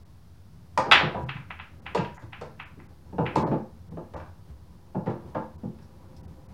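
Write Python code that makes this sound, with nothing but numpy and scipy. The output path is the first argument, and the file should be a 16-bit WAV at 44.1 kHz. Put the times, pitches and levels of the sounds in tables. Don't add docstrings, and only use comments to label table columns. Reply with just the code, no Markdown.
import sys
import numpy as np
from scipy import signal
from scipy.fft import rfft, irfft
from scipy.io import wavfile
from scipy.ndimage import uniform_filter1d, minimum_filter1d

SR = 44100
rng = np.random.default_rng(int(sys.argv[2]) if len(sys.argv) > 2 else 0)


def attenuation_scalar(level_db):
    decades = np.asarray(level_db, float) / 20
    return 10 ** decades


def master(y):
    cut = np.clip(np.atleast_2d(y).T, -1, 1)
    pcm = np.round(cut * 32767)
    wavfile.write(sys.argv[1], SR, pcm.astype(np.int16))


N = 287973

# pitch in Hz, width in Hz (wider dies sooner), level in dB.
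WOOD_NOTES = [(95.2, 24, -6.5), (137, 26, 3), (174.5, 28, 0), (220, 5.4, 5.5), (301.6, 28, -7.5),
              (338.6, 26, 3), (470, 150, -3), (523, 35, 6.5), (660, 87, -18), (813, 25, 2.5),
              (880, 26, -1.5), (973, 17, 3.5), (1190, 130, -14), (1365, 43, 0.5), (1700, 220, -11.5),
              (1990, 200, -9.5), (2708, 420, -13.5)]


def evened(x):
    return x / np.sqrt(np.mean(x ** 2) + 1e-20)


def read(points, hz):
    f, value = np.transpose(points)
    return np.interp(np.log(hz + 1), np.log(f + 1), value)


def add(mix, s, sound):
    part = mix[max(round(s * SR), 0):][:len(sound)]
    part += sound[:len(part)]


def coloured(x, points):
    hz = np.fft.rfftfreq(len(x), 1 / SR)
    return irfft(rfft(x) * attenuation_scalar(read(points, hz)), len(x))


def low_pass(order, hz):
    return signal.butter(order, hz, fs=SR, output="sos")


def band_pass(order, hz):
    return signal.butter(order, hz, "bandpass", fs=SR, output="sos")


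def ring(x, notes):
    out = np.zeros(len(x))
    for k, (hz, width, db) in enumerate(notes):
        r = np.exp(-np.pi * width / SR)
        poles = [1, -2 * r * np.cos(2 * np.pi * hz / SR), r * r]
        out += (-1) ** k * attenuation_scalar(db) * signal.lfilter([1 - r, 0, r - 1], poles, x)
    return out


def room(x, start_s):
    # pitch in Hz, time to fade by 60 dB in seconds.
    fade_times = [(80, 0.16), (250, 0.34), (700, 0.34), (1500, 0.39), (3000, 0.32), (5000, 0.37),
                  (8000, 0.23), (14000, 0.078)]
    taps = np.zeros(SR)
    at = np.arange(0, SR - 16, 16)
    taps[at + rng.integers(0, 16, len(at))] = rng.choice([-1., 1.], len(at))
    hz, t, z = signal.stft(taps, SR, nperseg=256)
    fade = attenuation_scalar(-60 * t / read(fade_times, hz)[:, None])
    tail = signal.istft(z * fade, SR, nperseg=256)[1]
    tail *= np.clip(np.arange(len(tail)) / SR / start_s, 0, 1) ** 2
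    return signal.fftconvolve(x, tail / np.linalg.norm(tail))[:N]


def clacks():
    # time of the wall echo in seconds, peak in dB, hardness (stretches the pitch),
    # direct sound against the echo in dB.
    hits = [(.9215, -6, 1.2, 5), (.9215, -3, 1, -10), (.9223, -2, 1.174, 5), (.926, -12.5, 0.62, 6),
            (.9335, -7, 0.95, -24), (.944, -25, 0.73, -14), (.955, -15, 0.95, -1), (.972, -19, 1.05, -13),
            (.99, -36, 1.3, -6), (1.02, -27, 0.32, 7.5), (1.2925, -23, 0.99, -30), (1.368, -34, 0.88, -15),
            (1.5115, -31, 0.92, -6), (1.5145, -36.5, 0.81, 11.5), (1.599, -30, 0.95, -4),
            (1.8655, -26.5, 0.92, -14.5), (2.049, -33.5, 1.04, -21), (2.18, -40, 0.64, -6),
            (2.332, -30.5, 0.92, -16), (2.600, -28.5, 0.92, -19), (2.801, -45, 0.78, -8.5),
            (3.2645, -22.5, 0.9, -9)]
    # pitch in Hz, level in dB.
    click_colour = [(300, -32), (600, -18), (1000, -3.5), (1600, -1), (2000, -5.5), (2800, -1.5),
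                    (3400, -11), (4300, -23), (6400, -45.5), (16000, -78.5)]
    # delay in seconds, level in dB.
    walls = [(.0070, 0), (.0031, -13), (.0059, -8), (.0087, -2), (.0102, -3), (.0077, -5), (.0165, -14),
             (.0195, -13), (.023, -15), (.028, -14)]
    bounced, sent = np.zeros((3, N)), np.zeros(N)
    hz = np.fft.rfftfreq(512, 1 / SR)
    for k, (s, db, hardness, direct_db) in enumerate(hits):
        spectrum = 1j * attenuation_scalar(read(click_colour, hz / hardness))
        click = np.roll(irfft(spectrum), 128)[:256] * np.hanning(128).repeat(2)
        click *= attenuation_scalar(db + 3) / np.abs(click).max()
        start = s - walls[0][0] - 128 / SR
        add(bounced[k % 3], start, click)
        add(sent, start, attenuation_scalar(direct_db) * click)
    for lag, db in walls:
        add(sent, lag, attenuation_scalar(db) * rng.choice([-1, 1]) * bounced.sum(0))
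    return sent + attenuation_scalar(1) * sum(room(part, .012) for part in bounced)


def blows():
    # start in seconds, knock in dB, boom in dB, rattle in dB,
    # hardness (raises the pitch). Sharp blows of the cue.
    strikes = [
        (0.776, -12, -14, -19.5, 1.126),
        (0.912, -21, -45, -25.5, 2.2),
    ]
    drops = [(1.352, -57, -63, -60, 1.4), (1.947, -15.5, -42, -24.5, 0.78), (1.973, -25.5, -25.5, -51, 2.4),
             (2.221, -41, -42, -50, 1), (2.411, -28, -38, -37, 0.98), (3.355, -14.5, -18.5, -25, 0.73),
             (3.379, -23, -24, -33, 0.63), (4.136, -32.5, -43, -45, 0.96), (4.155, -31.5, -39.5, -44, 1.1),
             (4.199, -34, -48, -53, 1.21), (4.259, -49, -54, -58.5, 1.4), (5.059, -26, -28, -50.5, 0.89),
             (5.099, -29.5, -37, -50, 0.97), (5.786, -48.5, -48.5, -55.5, 1.6)]
    tumbles = [(0.858, -20, -32.5, -54, 0.89), (1.064, -25, -39, -50, 0.86),
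               (3.424, -21, -25.5, -47.5, 0.88), (3.47, -22.5, -24, -58, 0.7),
               (3.514, -16.5, -23.5, -40, 0.72), (4.946, -23, -23, -62, 0.64),
               (5.067, -25.5, -25.5, -35.5, 0.81), (5.347, -19, -28.5, -38, 0.9),
               (5.633, -37, -32, -60.5, 0.68), (6.025, -49.5, -55.5, -64, 1)]
    # start in seconds, knock in dB, boom in dB, hardness.
    thuds = [(1.024, -21, -18.5, 1), (1.144, -20, -24.5, 0.87), (1.169, -29, -31.5, 0.9),
             (1.229, -53.5, -46, 1), (1.288, -55, -40.5, 0.37), (2.768, -54, -37, 0.21),
             (2.897, -53, -57, 0.98), (3.125, -30.5, -34.5, 0.6), (3.182, -15.5, -19, 0.81),
             (3.198, -23, -23.5, 0.54), (3.878, -60, -51.5, 0.65), (3.917, -43, -38, 0.73),
             (3.97, -29.5, -30, 0.76)]
    # knock in dB, boom in dB, rattle in dB, hardness.
    snap = (-34, -35.5, -13.5, 1.75)
    hard_top_hz, soft_top_hz = 18000, 2600
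    rows = [(.9213, *snap[:3], .001, snap[3], hard_top_hz)]
    for table, length, top_hz in [(strikes, .004, hard_top_hz), (drops, .013, hard_top_hz),
                                  (tumbles, .019, soft_top_hz)]:
        rows += [(*r[:4], length, r[4], top_hz) for r in table]
    rows += [(*r[:3], r[1] - 42, .011, r[3], soft_top_hz) for r in thuds]
    return sorted(rows)


def ringing_parts():
    # start in seconds, pitch in Hz, level in dB, rise in seconds, time to fade by 60 dB in seconds.
    rings = [(.775, 968, -6.5, 0.0018, 0.021), (.7845, 995, -37, 0.0062, 0.13),
             (0.779, 1230, -23, 0.0007, 0.086), (1.03, 149.3, -26, 0.0083, 0.28),
             (1.227, 137, -23.5, 0.015, 0.24), (1.355, 138.4, -25, 0.0057, 0.08),
             (1.95, 953, -21, 0.002, 0.16), (1.961, 1005, -27, 0.0045, 0.078),
             (1.955, 880, -27, 0.0048, 0.08), (2.225, 110.5, -36, 0.014, 0.41),
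             (3.36, 926, -5, 0.0017, 0.019), (3.518, 220, -12, 0.004, 0.052),
             (3.915, 168.5, -35, 0.0035, 0.35), (4.146, 84.1, -31, 0.007, 0.21),
             (4.505, 73.1, -38, .015, 0.39), (5.634, 231.4, -27.5, 0.0022, 0.15)]
    out = np.zeros(N)
    t = np.arange(SR // 2) / SR
    for s, hz, db, rise, t60 in rings:
        swell = np.sin(np.minimum(t / rise, 1) * np.pi / 2) ** 2
        add(out, s, attenuation_scalar(db - 60 * t / t60) * swell * np.sin(2 * np.pi * hz * t))
    return out


def knocks():
    # pitch in Hz, level in dB.
    rattle_colour = [(900, -23), (1700, 5), (3000, -3), (4500, -4.5), (7000, -13), (10500, -22.5),
                     (12500, -33), (16000, -39.5)]
    wood, loose = np.zeros((3, N)), np.zeros(N)
    t = np.arange(4096) / SR
    boom_band = band_pass(3, [110, 330])
    for k, (s, knock_db, boom_db, rattle_db, length, hardness, top_hz) in enumerate(blows()):
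        knock_push, boom_push, rattle_push = rng.standard_normal((3, len(t)))
        u = t / length
        blow = np.minimum(t * hardness ** 2 / 0.0012, 1) * np.exp(-u) / np.sqrt(length / 0.0086)
        centre_hz = np.clip(700 * hardness, 200, 3000)
        band = band_pass(2, [centre_hz / 1.515, centre_hz * 1.65])
        band = np.vstack([band, low_pass(1, centre_hz * 4)])
        knock = signal.sosfilt(band, blow * knock_push) / np.sqrt(hardness)
        boom = signal.sosfilt(boom_band, np.minimum(t / 0.01, 1) * np.exp(-u / 0.91) * boom_push)
        rattle = signal.sosfilt(low_pass(2, top_hz), blow * np.exp(-u * 0.29) * rattle_push)
        add(wood[k % 3], s, attenuation_scalar(knock_db + 7.5) * knock)
        add(wood[k % 3], s, attenuation_scalar(boom_db + 19.5) * boom)
        add(loose, s, attenuation_scalar(rattle_db + 1.5) * rattle)
    wood = [part + attenuation_scalar(8) * ring(part, WOOD_NOTES) for part in wood]
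    wood[0] += ringing_parts()
    loose = coloured(loose, rattle_colour)
    wood_echo = attenuation_scalar(-4.5) * sum(room(part, 0.011) for part in wood)
    return sum(wood) + loose + wood_echo + attenuation_scalar(-1.5) * room(loose, 0.002)


def scuffs():
    # start in seconds, peak in dB, middle pitch in Hz, length in seconds.
    rubs = [(2.143, -50.5, 7050, 0.044), (5.5894, -81, 4480, 0.039), (5.8194, -54.5, 5590, 0.046),
            (6.1636, -47.5, 5430, 0.021), (6.288, -70.5, 4200, 0.025)]
    out = np.zeros(N)
    t = np.arange(6000) / SR
    for s, db, hz, length in rubs:
        noise = rng.standard_normal(len(t))
        grain = evened(ring(noise, [(hz, 700, 0), (hz * 0.92, 2500, -6)]))
        add(out, s, attenuation_scalar(db - 12) * grain * np.minimum(t / 0.0025, 1) * np.exp(-t / length))
    return out


def surging(t):
    # peak time in seconds, rumble in dB, rolling in dB, rise in dB per second, fade in dB per second.
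    surges = [(.96, -34, -27.5, 225.5, 168.5), (1.22, -41.5, -69.5, 60.5, 60.5),
              (1.9, -44, -53, 65.5, 40.5), (3.221, -49, -51, 69.5, 35), (3.42, -35.5, -34, 118, 109.5),
              (4.11, -55.5, -63, 79, 41.5), (4.5, -69, -69, 44, 27.5), (5.29, -50, -48, 31, 49.5),
              (6.3, -50.5, -54.5, 8, 8)]
    rumble = attenuation_scalar(-53) ** 2
    rolling = (t > .9) * attenuation_scalar(-64.5) ** 2
    for s, rumble_db, rolling_db, rise, fade in surges:
        under_db = -np.maximum(rise * (s - t), fade * (t - s))
        rumble = rumble + attenuation_scalar(rumble_db + under_db) ** 2
        rolling = rolling + attenuation_scalar(rolling_db + under_db) ** 2
    return np.sqrt(rumble), np.sqrt(rolling)


def background():
    # pitch in Hz, level in dB per Hz.
    room_colour = [(15, -29.5), (25, -7), (48, -18), (86, 1), (138, -17.5), (165, -11), (250, -24),
                   (500, -31), (1000, -31), (2500, -43), (5000, -41), (7500, -49), (10300, -47.5),
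                   (16000, -50.5)]
    hiss, low, roll, lumps = rng.standard_normal((4, N))
    lumps = evened(uniform_filter1d(uniform_filter1d(lumps, 1800), 1800))
    rumble = evened(ring(low, [(77.7, 23.8, 3.5), (94, 71.6, -1.5), (155, 51.6, -2)])) * attenuation_scalar(2.8 * lumps)
    rolling = coloured(roll, [(120, -24), (250, 10), (600, 1), (1200, -6.5), (2500, -40.5)])
    rolling = evened(rolling + attenuation_scalar(2.5) * ring(roll, WOOD_NOTES[3:12]))
    rumble_gain, rolling_gain = surging(np.arange(N) / SR)
    return (attenuation_scalar(-52.5) * evened(coloured(hiss, room_colour))
            + attenuation_scalar(-0.5) * rumble_gain * rumble
            + attenuation_scalar(-3.5) * rolling_gain * rolling)


def scene():
    return (clacks() + knocks() + scuffs() + background())[None]


def treble_gaps(x):
    # middle of the gap in seconds, pitch in Hz above which all is lost.
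    gaps = [(.044, 2400), (1.255, 3000), (1.602, 4500), (1.813, 2400), (1.998, 8000), (2.184, 3200),
            (2.647, 3800), (2.879, 2800), (3.441, 2400), (3.449, 2400), (3.458, 2400), (3.900, 2200),
            (4.156, 2400), (5.573, 1600), (6.223, 2200), (6.269, 2000), (6.478, 2600)]
    out = x.copy()
    window = signal.windows.kaiser_bessel_derived(2048, 4 * np.pi) ** 12
    for s, hz in gaps:
        at = round(s * SR) - 1024
        part = out[at:at + len(window)]
        treble = signal.sosfiltfilt(signal.butter(8, hz, "highpass", fs=SR, output="sos"), part)
        add(out, at / SR, -window * treble)
    return out


def roll_off(x):
    return signal.sosfilt(signal.butter(12, 16190, fs=SR, output="sos"), x)


def record(dry):
    room_left = .9 / np.maximum(np.abs(dry[0]), .9)
    ridden = dry[0] * uniform_filter1d(minimum_filter1d(room_left, 88), 44)
    impulse = np.eye(64)[0]
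    tick = signal.sosfilt(band_pass(1, [5000, 8500]), impulse)
    add(ridden, .922, attenuation_scalar(-10) * tick)
    return roll_off(treble_gaps(ridden)[None] - .0019)


dry = scene()
out = record(dry)
master(out)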